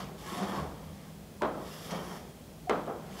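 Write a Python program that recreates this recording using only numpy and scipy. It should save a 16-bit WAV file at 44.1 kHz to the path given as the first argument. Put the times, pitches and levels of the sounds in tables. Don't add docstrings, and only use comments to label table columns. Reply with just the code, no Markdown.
import sys
import numpy as np
from scipy import signal
from scipy.io import wavfile

SR = 44100
rng = np.random.default_rng(int(sys.argv[2]) if len(sys.argv) > 2 else 0)


def persist_wave(psi):
    counts = np.round(np.clip(psi, -1, 1) * 32767).astype(np.int16)
    wavfile.write(sys.argv[1], SR, np.atleast_2d(counts).T)


def attenuation_scalar(level_db):
    decades = np.asarray(level_db, float) / 20
    return 10 ** decades


N = 141120


def rms_one(x):
    return x / np.sqrt(np.mean(x ** 2) + 1e-20)


def at_hz(points, hz):
    p = np.array(points)
    return np.interp(np.log(hz), np.log(p[:, 0]), p[:, 1])


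def drift(rate_hz):
    r = np.exp(-80 * np.pi * rate_hz / SR)
    slow = signal.lfilter([1], [1, -2 * r, r * r], rng.standard_normal(N // 40 + 2002))[2000:]
    return np.interp(np.arange(N) / 40, np.arange(len(slow)), rms_one(slow))


def band_pass(x, order, low_hz, high_hz):
    return signal.sosfilt(signal.butter(order, [low_hz, high_hz], "band", fs=SR, output="sos"), x)


def low_pass(x, order, hz):
    return signal.lfilter(*signal.butter(order, hz, fs=SR), x)


def resonance(x, hz, width):
    r = np.exp(-np.pi * width / SR)
    return signal.lfilter(np.array([1, 0, -1]) * (1 - r * r) / 2, [1, -2 * r * np.cos(2 * np.pi * hz / SR), r * r], x)


def twice_resonant(x, hz, width):
    return resonance(resonance(x, hz, width), hz, width)


def bands(pair):
    edges_hz = 26 * 2 ** np.arange(0, 9.4, 1 / 3)
    for k, (low, high) in enumerate(zip(edges_hz, edges_hz[1:])):
        yield np.sqrt(low * high), band_pass(pair[k % 2], 2, low, high)


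def coloured(pair, spectrum, patchy_db):
    return rms_one(sum(attenuation_scalar(at_hz(spectrum, hz) + patchy_db * drift(2.6)) * b for hz, b in bands(pair)))


def grains(rate_per_s, spread_db):
    size = attenuation_scalar(spread_db * np.minimum(rng.exponential(1, (2, N)), 5)) * rng.standard_normal((2, N))
    return size * (rng.random((2, N)) < rate_per_s / SR) + 1e-18


def stroke_levels():
    # t/s, grit hiss from speed/dB, board rumble from pressure/dB, grit treble above about
    # 7 kHz/dB (negative dulls)
    lines = [
        [(0, -50, -40.5, -1), (.04, -55, -50.5, -8), (.12, -81, -52.5, -7), (.16, -86, -63, -8)],
        [(.19, -59.5, -60, 3.5), (.30, -52.5, -42, 2.5), (.38, -50.5, -42, -0.5), (.44, -49.5, -37, -9),
         (.49, -57, -40.5, 3.5), (.57, -49.5, -37, -6.5), (.64, -62, -42.5, -3), (.70, -67, -57.5, -8),
         (1.1, -68, -61.5, -6)],
        [(1.54, -71, -62, 5), (1.68, -59, -50, 5.5), (1.80, -59, -50, 7.5), (1.89, -55.5, -45, 5.5),
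         (1.95, -50.5, -42, -3), (2.04, -64, -45, 11.5), (2.17, -58.5, -46, 4.5), (2.24, -71, -59, 8),
         (2.32, -74, -68, -5)],
        [(2.98, -89, -53.5, -8), (3.06, -65.5, -50, -2), (3.13, -61, -49.5, 1), (3.19, -55, -47.5, 4),
         (3.2, -54, -42, 2)],
    ]
    # board ridge/dB, stick ring/dB
    grip = [(7, -12), (4, -4.5), (2.5, 0), (1, -7)]
    # t/s, grit/dB, board/dB
    judders = [(.27, 2, 1.5), (.30, 1, 1.5), (.345, 2, -0.5), (.38, 3, 2), (.435, 3, 1), (.50, 3.5, 3.5),
               (.558, 0, 1), (.585, -0.5, 3), (.612, 2.5, 3), (.645, 1, 1), (1.74, 1, 1), (1.85, 1, -0.5),
               (2.12, 1.5, 2.5), (3.125, 1.5, 1.5)]
    judder_s = 0.013
    t = np.arange(N) / SR
    hiss, rumble, dull_db, ridge_db, ring_db = np.zeros((5, N))
    for rows, (line_ridge_db, line_ring_db) in zip(lines, grip):
        s, line_hiss_db, line_rumble_db, line_dull_db = np.transpose(rows)
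        on = (t >= s[0] - .01) & (t <= s[-1] + .01)
        hiss += on * attenuation_scalar(np.interp(t, s, line_hiss_db))
        rumble += on * attenuation_scalar(np.interp(t, s, line_rumble_db))
        dull_db += on * np.interp(t, s, line_dull_db)
        ridge_db += on * line_ridge_db
        ring_db += on * line_ring_db
    for s, grit_db, board_db in judders:
        bite = np.exp(-((t - s) / judder_s) ** 2)
        hiss *= attenuation_scalar(grit_db * bite)
        rumble *= attenuation_scalar(board_db * bite)
    return hiss, rumble, dull_db, ridge_db, ring_db


def crumbling_grit(ring_db):
    # f/Hz, level/dB per Hz
    grit_colour = [(820, -12), (1400, -7.5), (2640, 2), (3190, -7.5), (4030, -0.5), (5340, -8.5),
                   (8650, -13.5), (12500, -15), (15500, -25)]
    # f/Hz, width/Hz, level/dB
    stick_rings = [(1814, 203, 1.5), (2231, 40, -8), (3190, 430, -7), (4540, 78, -11.5), (5540, 600, -7),
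                   (6500, 270, -12.5), (7330, 390, -4.5), (8170, 150, -2), (10500, 470, -7.5),
                   (11830, 360, -10)]
    # f/Hz, width/Hz, depth/0-1
    gaps = [(2535, 360, 0.52), (4020, 380, 0.73), (8400, 600, 0.46)]
    grit = coloured(grains(8200, spread_db=0), grit_colour, patchy_db=1.0)
    ringing = 0
    for hz, width, db in stick_rings:
        ringing = ringing + attenuation_scalar(db + ring_db + 2.5 * drift(2.2)) * twice_resonant(grit, hz, 2 * width)
    grit = rms_one(grit + ringing)
    for hz, width, depth in gaps:
        grit = grit - depth * resonance(grit, hz, width)
    return grit


def board_shake():
    # f/Hz, level/dB per Hz
    rumble_colour = [(59, -63), (100, -17), (188, -5.5), (278, -9.5), (374, -8.5), (678, -9.5), (1090, -10),
                     (1200, -13), (2200, -31.5), (2860, -38), (4840, -120)]
    # f/Hz, width/Hz, level/dB
    panel = [(190, 81, -4), (744, 20, -10), (1100, 110, -11.5)]
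    shake = coloured(grains(2300, spread_db=1.8), rumble_colour, patchy_db=2.1)
    return rms_one(shake + sum(attenuation_scalar(db) * resonance(shake, hz, width) for hz, width, db in panel))


def lingering(level, t60_s):
    r = attenuation_scalar(-120 / (t60_s * SR))
    return np.sqrt(signal.lfilter([1 - r], [1, -r], level ** 2, zi=[level[0] ** 2])[0])


def strokes():
    hiss, rumble, dull_db, ridge_db, ring_db = stroke_levels()
    grit, shake = crumbling_grit(ring_db), board_shake()
    low = low_pass(grit, 1, 7000)
    dry = attenuation_scalar(4.5 + 0.3 * drift(17)) * hiss * (low + attenuation_scalar(dull_db) * (grit - low))
    dry += attenuation_scalar(-0.85 + 0.84 * drift(30)) * rumble * shake
    ridge = rms_one(twice_resonant(rng.standard_normal(N), 1110, 280))
    dry += attenuation_scalar(-3 + ridge_db + 0.72 * drift(9.1)) * hiss ** 0.73 * rumble ** 0.35 * ridge
    t60_s, wet_db = 0.85, -2.5
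    wet = lingering(rumble, t60_s) * low_pass(shake[::-1], 1, 1500)
    wet += lingering(hiss, 0.92 * t60_s) * low[::-1]
    return dry + attenuation_scalar(wet_db) * wet


def songs():
    # t/s, length/s, f/Hz, glide/Hz, level/dB
    sung_modes = [(.22, 0.12, 850, 9.5, -50.5), (0.24, 0.23, 1090, 5, -47.5), (.32, .11, 974, 5, -47),
                  (0.348, .13, 721, 8, -45), (.54, 0.083, 1115, -20, -45.5), (0.24, .08, 1680, -20, -55),
                  (.26, .20, 3550, 29.5, -61), (.27, .14, 3110, -40, -62), (.28, .16, 5240, 59, -62),
                  (.27, .13, 7390, -80, -64), (.22, .22, 8150, -30, -63), (.24, .16, 13000, -300, -66),
                  (.30, .14, 11100, -200, -62), (.47, .06, 3300, 40.5, -54), (.47, 0.069, 1800, 30, -51),
                  (.52, .08, 7100, 100, -65), (1.64, .10, 3050, 60, -67), (1.70, .13, 2800, 89.5, -62),
                  (1.70, .08, 5100, -100, -59), (1.73, .14, 7520, -60, -63), (1.87, .18, 3190, -170, -56),
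                  (1.90, .12, 1830, -20, -58), (1.89, .08, 2260, -20.5, -58), (2.05, 0.136, 3250, 40, -60),
                  (2.04, 0.11, 1800, 21.5, -63), (2.08, .12, 5400, -80, -62), (3.11, 0.11, 7650, 30, -67),
                  (3.10, .07, 6400, -80, -67), (3.13, .08, 3150, 60, -63)]
    wobble, flutter_db = 0.00896, 3.5
    out, t = np.zeros(N), np.arange(N) / SR
    for s, length, hz, glide_hz, db in sung_modes:
        u = np.clip((t - s) / length, 0, 1)
        pitch_hz = (hz + glide_hz * (u - .5)) * (1 + wobble * drift(90.0))
        swell = attenuation_scalar(db + 1.1 + flutter_db * drift(36.0)) * np.sin(np.pi * u) ** 0.63
        out += swell * np.sin(2 * np.pi * np.cumsum(pitch_hz) / SR)
    return out


def snag():
    # f/Hz, width/Hz, level/dB
    crunch = [(4420, 250, -41), (5880, 310, -41), (6300, 250, -49), (8100, 530, -48)]
    t = np.arange(N) / SR - 1.907
    burst = (t > 0) * (1 - np.exp(-np.abs(t) / 0.0048)) * attenuation_scalar(-60 * np.abs(t) / 0.07)
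    return burst * sum(attenuation_scalar(db - 1.5) * rms_one(resonance(rng.standard_normal(N), hz, w)) for hz, w, db in crunch)


def knock_body(contact_ms, touches):
    # f/Hz, level/dB, t60/s
    modes = [(364, 8.5, 0.24), (548, 5.5, 0.45), (744, 7, 1.1), (840, 13.5, 0.35), (991, 12, 0.96),
             (1100, -21, 0.55), (1190, -13, 0.036), (1430, 5, 0.54), (1510, 1, 0.45), (1814, -47, 1.5),
             (2300, -29, 0.28), (2360, -32, 0.5)]
    # lag/s, level/dB
    wall_echoes = [(0.0144, -5), (.030, -6.5), (.042, -12), (.058, -14)]
    mode_trim_db, damping, longest_s, rebound = -49.5, 0.45, 0.21, 0.42
    t = np.arange(SR) / SR
    n = np.arange(int(.008 * SR)) / SR / (contact_ms / 1000)
    push = np.sin(np.pi * np.minimum(n, 1)) ** 2 - rebound * np.sin(np.pi * np.clip((n - 1) / 2.56, 0, 1))
    body = touches.copy()
    for hz, mode_db, t60 in modes:
        luck_db = rng.uniform(-3, 3)
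        fade_db = 60 * t / (damping * min(t60, longest_s))
        level = attenuation_scalar(mode_trim_db + mode_db + luck_db - fade_db)
        body += level * np.sin(2 * np.pi * hz * t) * rng.choice([-1, 1])
    for lag_s, echo_db in wall_echoes:
        start = int(lag_s * SR * rng.uniform(.9, 1.1))
        body[start:][:400] += attenuation_scalar(echo_db) * rng.choice([-1, 1]) * body[:400]
    return signal.fftconvolve(body, push)[:SR]


def stick_tick():
    # f/Hz, width/Hz, level/dB
    struck_rings = [(1990, 540, 23), (3050, 170, 14), (4750, 180, -10), (5840, 290, -24)]
    t = np.arange(SR) / SR
    tick = band_pass(rng.standard_normal(SR), 3, 1900, 7500)
    tick = tick + sum(attenuation_scalar(db) * resonance(tick, hz, width) for hz, width, db in struck_rings)
    fade = attenuation_scalar(-60 * t / 0.0043) + attenuation_scalar(-60 * t / 0.037) + attenuation_scalar(-16.5 - 60 * t / 1.2)
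    return tick * (1 - np.exp(-t / .0003)) * fade


def hall(rise_s):
    # f/Hz, level/dB per Hz
    tail_colour = [(71, -46), (120, -15), (172, -8.5), (632, -3), (758, -7), (1210, -8), (2360, -33),
                   (3160, -25), (9000, -57), (11700, -80), (19800, -120)]
    # f/Hz, t60/s
    hall_decay = [(150, 0.81), (400, 0.63), (1000, 0.53), (2700, 0.38), (7000, 0.06), (14000, 0.05)]
    t, echo = np.arange(SR) / SR, 0
    for hz, band in bands(rng.standard_normal((2, SR))):
        echo = echo + attenuation_scalar(at_hz(tail_colour, hz) - 60 * t / at_hz(hall_decay, hz)) * band
    echo = echo * (1 - np.exp(-t / rise_s)) ** 2
    return echo / np.sqrt(np.sum(echo ** 2))


def taps():
    # t/s, peak/dB, contact/ms, bright tick/dB, hall/dB
    knocks = [
        (1.4202, -16.5, 0.6, -52, -19),
        (1.56, -32, 1.8, -74, -31.5),
        (1.909, -40, 1.37, -50.5, -27.5),
        (2.6959, -15, 0.52, -46.5, -17.5),
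        (2.866, -35, 1.61, -60, -25.5),
    ]
    bounces_db = [-14, -8, -6, -2, -8]
    out = np.zeros(N + 2 * SR)
    for (s, db, contact_ms, tick_db, hall_db), bounce_db in zip(knocks, bounces_db):
        touches = np.zeros(SR)
        touches[[0, int(.003 * SR)]] = 1, attenuation_scalar(bounce_db)
        sound = attenuation_scalar(db) * knock_body(contact_ms, touches)
        tail_hz = min(4500 / (contact_ms + .14) ** 1.9, 15000)
        sound += attenuation_scalar(hall_db + 24.5) * low_pass(hall(0.0042 * contact_ms), 2, tail_hz)
        sound += attenuation_scalar(tick_db) * stick_tick()
        sound += attenuation_scalar(db - 9.5) / contact_ms ** 2 * band_pass(touches, 2, 2200, 7000)
        out[int(s * SR):int(s * SR) + SR] += sound
    return signal.sosfilt(signal.butter(2, 170, "high", fs=SR, output="sos"), out[:N])


def flexes():
    # t/s, level/dB, f/Hz, length/s
    panel_flexes = [(.408, -32.5, 197, 0.065), (.49, -41.5, 200, 0.034), (0.37, -40, 260, 0.059),
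                    (.545, -36.5, 190, 0.1), (.57, -35, 150, 0.078), (0.58, -41.5, 76, .13),
                    (0.85, -45.5, 82, .1), (1.915, -34, 179.5, 0.065), (2.698, -42, 193.8, 0.085),
                    (2.867, -39.5, 680, 0.046), (2.6965, -35.5, 2116, 0.0097), (2.885, -42, 510, 0.06),
                    (1.41, -32, 950, 0.034), (1.44, -35, 600, 0.045), (1.429, -37.5, 293, 0.052),
                    (2.67, -34, 728, 0.031), (2.725, -41, 500, .05), (2.871, -39.5, 810, 0.026)]
    out, t = np.zeros(N), np.arange(N) / SR
    for s, db, hz, length in panel_flexes:
        u = np.maximum(t - s, 0) / (length / 3)
        out += attenuation_scalar(db - 0.5) * u * np.exp(1 - u) * np.sin(2 * np.pi * hz * (t - s))
    return out


def air():
    # f/Hz, level/dB per Hz
    room_colour = [(18, -38), (30, -21), (53, -6), (120, -8.5), (161, -2), (301, -13), (537, -12.5),
                   (1210, -26.5), (15800, -35.5)]
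    # f/Hz, width/Hz, level/dB
    fan_tones = [(56.5, 5.1, -62), (77.7, 10.4, -66.5), (158.6, 3.7, -55), (199.7, 12, -57.5),
                 (3245, 290, -74.5)]
    out = attenuation_scalar(-49.5) * coloured(rng.standard_normal((2, N)), room_colour, patchy_db=.15)
    for hz, width, db in fan_tones:
        tone = twice_resonant(rng.standard_normal(N + SR), hz, width)[SR:]
        out += attenuation_scalar(db) * rms_one(tone)
    return out


def scene():
    return (strokes() + songs() + snag() + taps() + flexes() + air())[None]


def band_limit(x):
    return signal.sosfilt(signal.butter(12, 15980, fs=SR, output="sos"), x)


def record(dry):
    cut = signal.ellip(12, .3, 70, 15730, fs=SR, output="sos")
    mix = signal.sosfilt(cut, dry)
    return band_limit(mix)


dry = scene()
out = record(dry)
persist_wave(out)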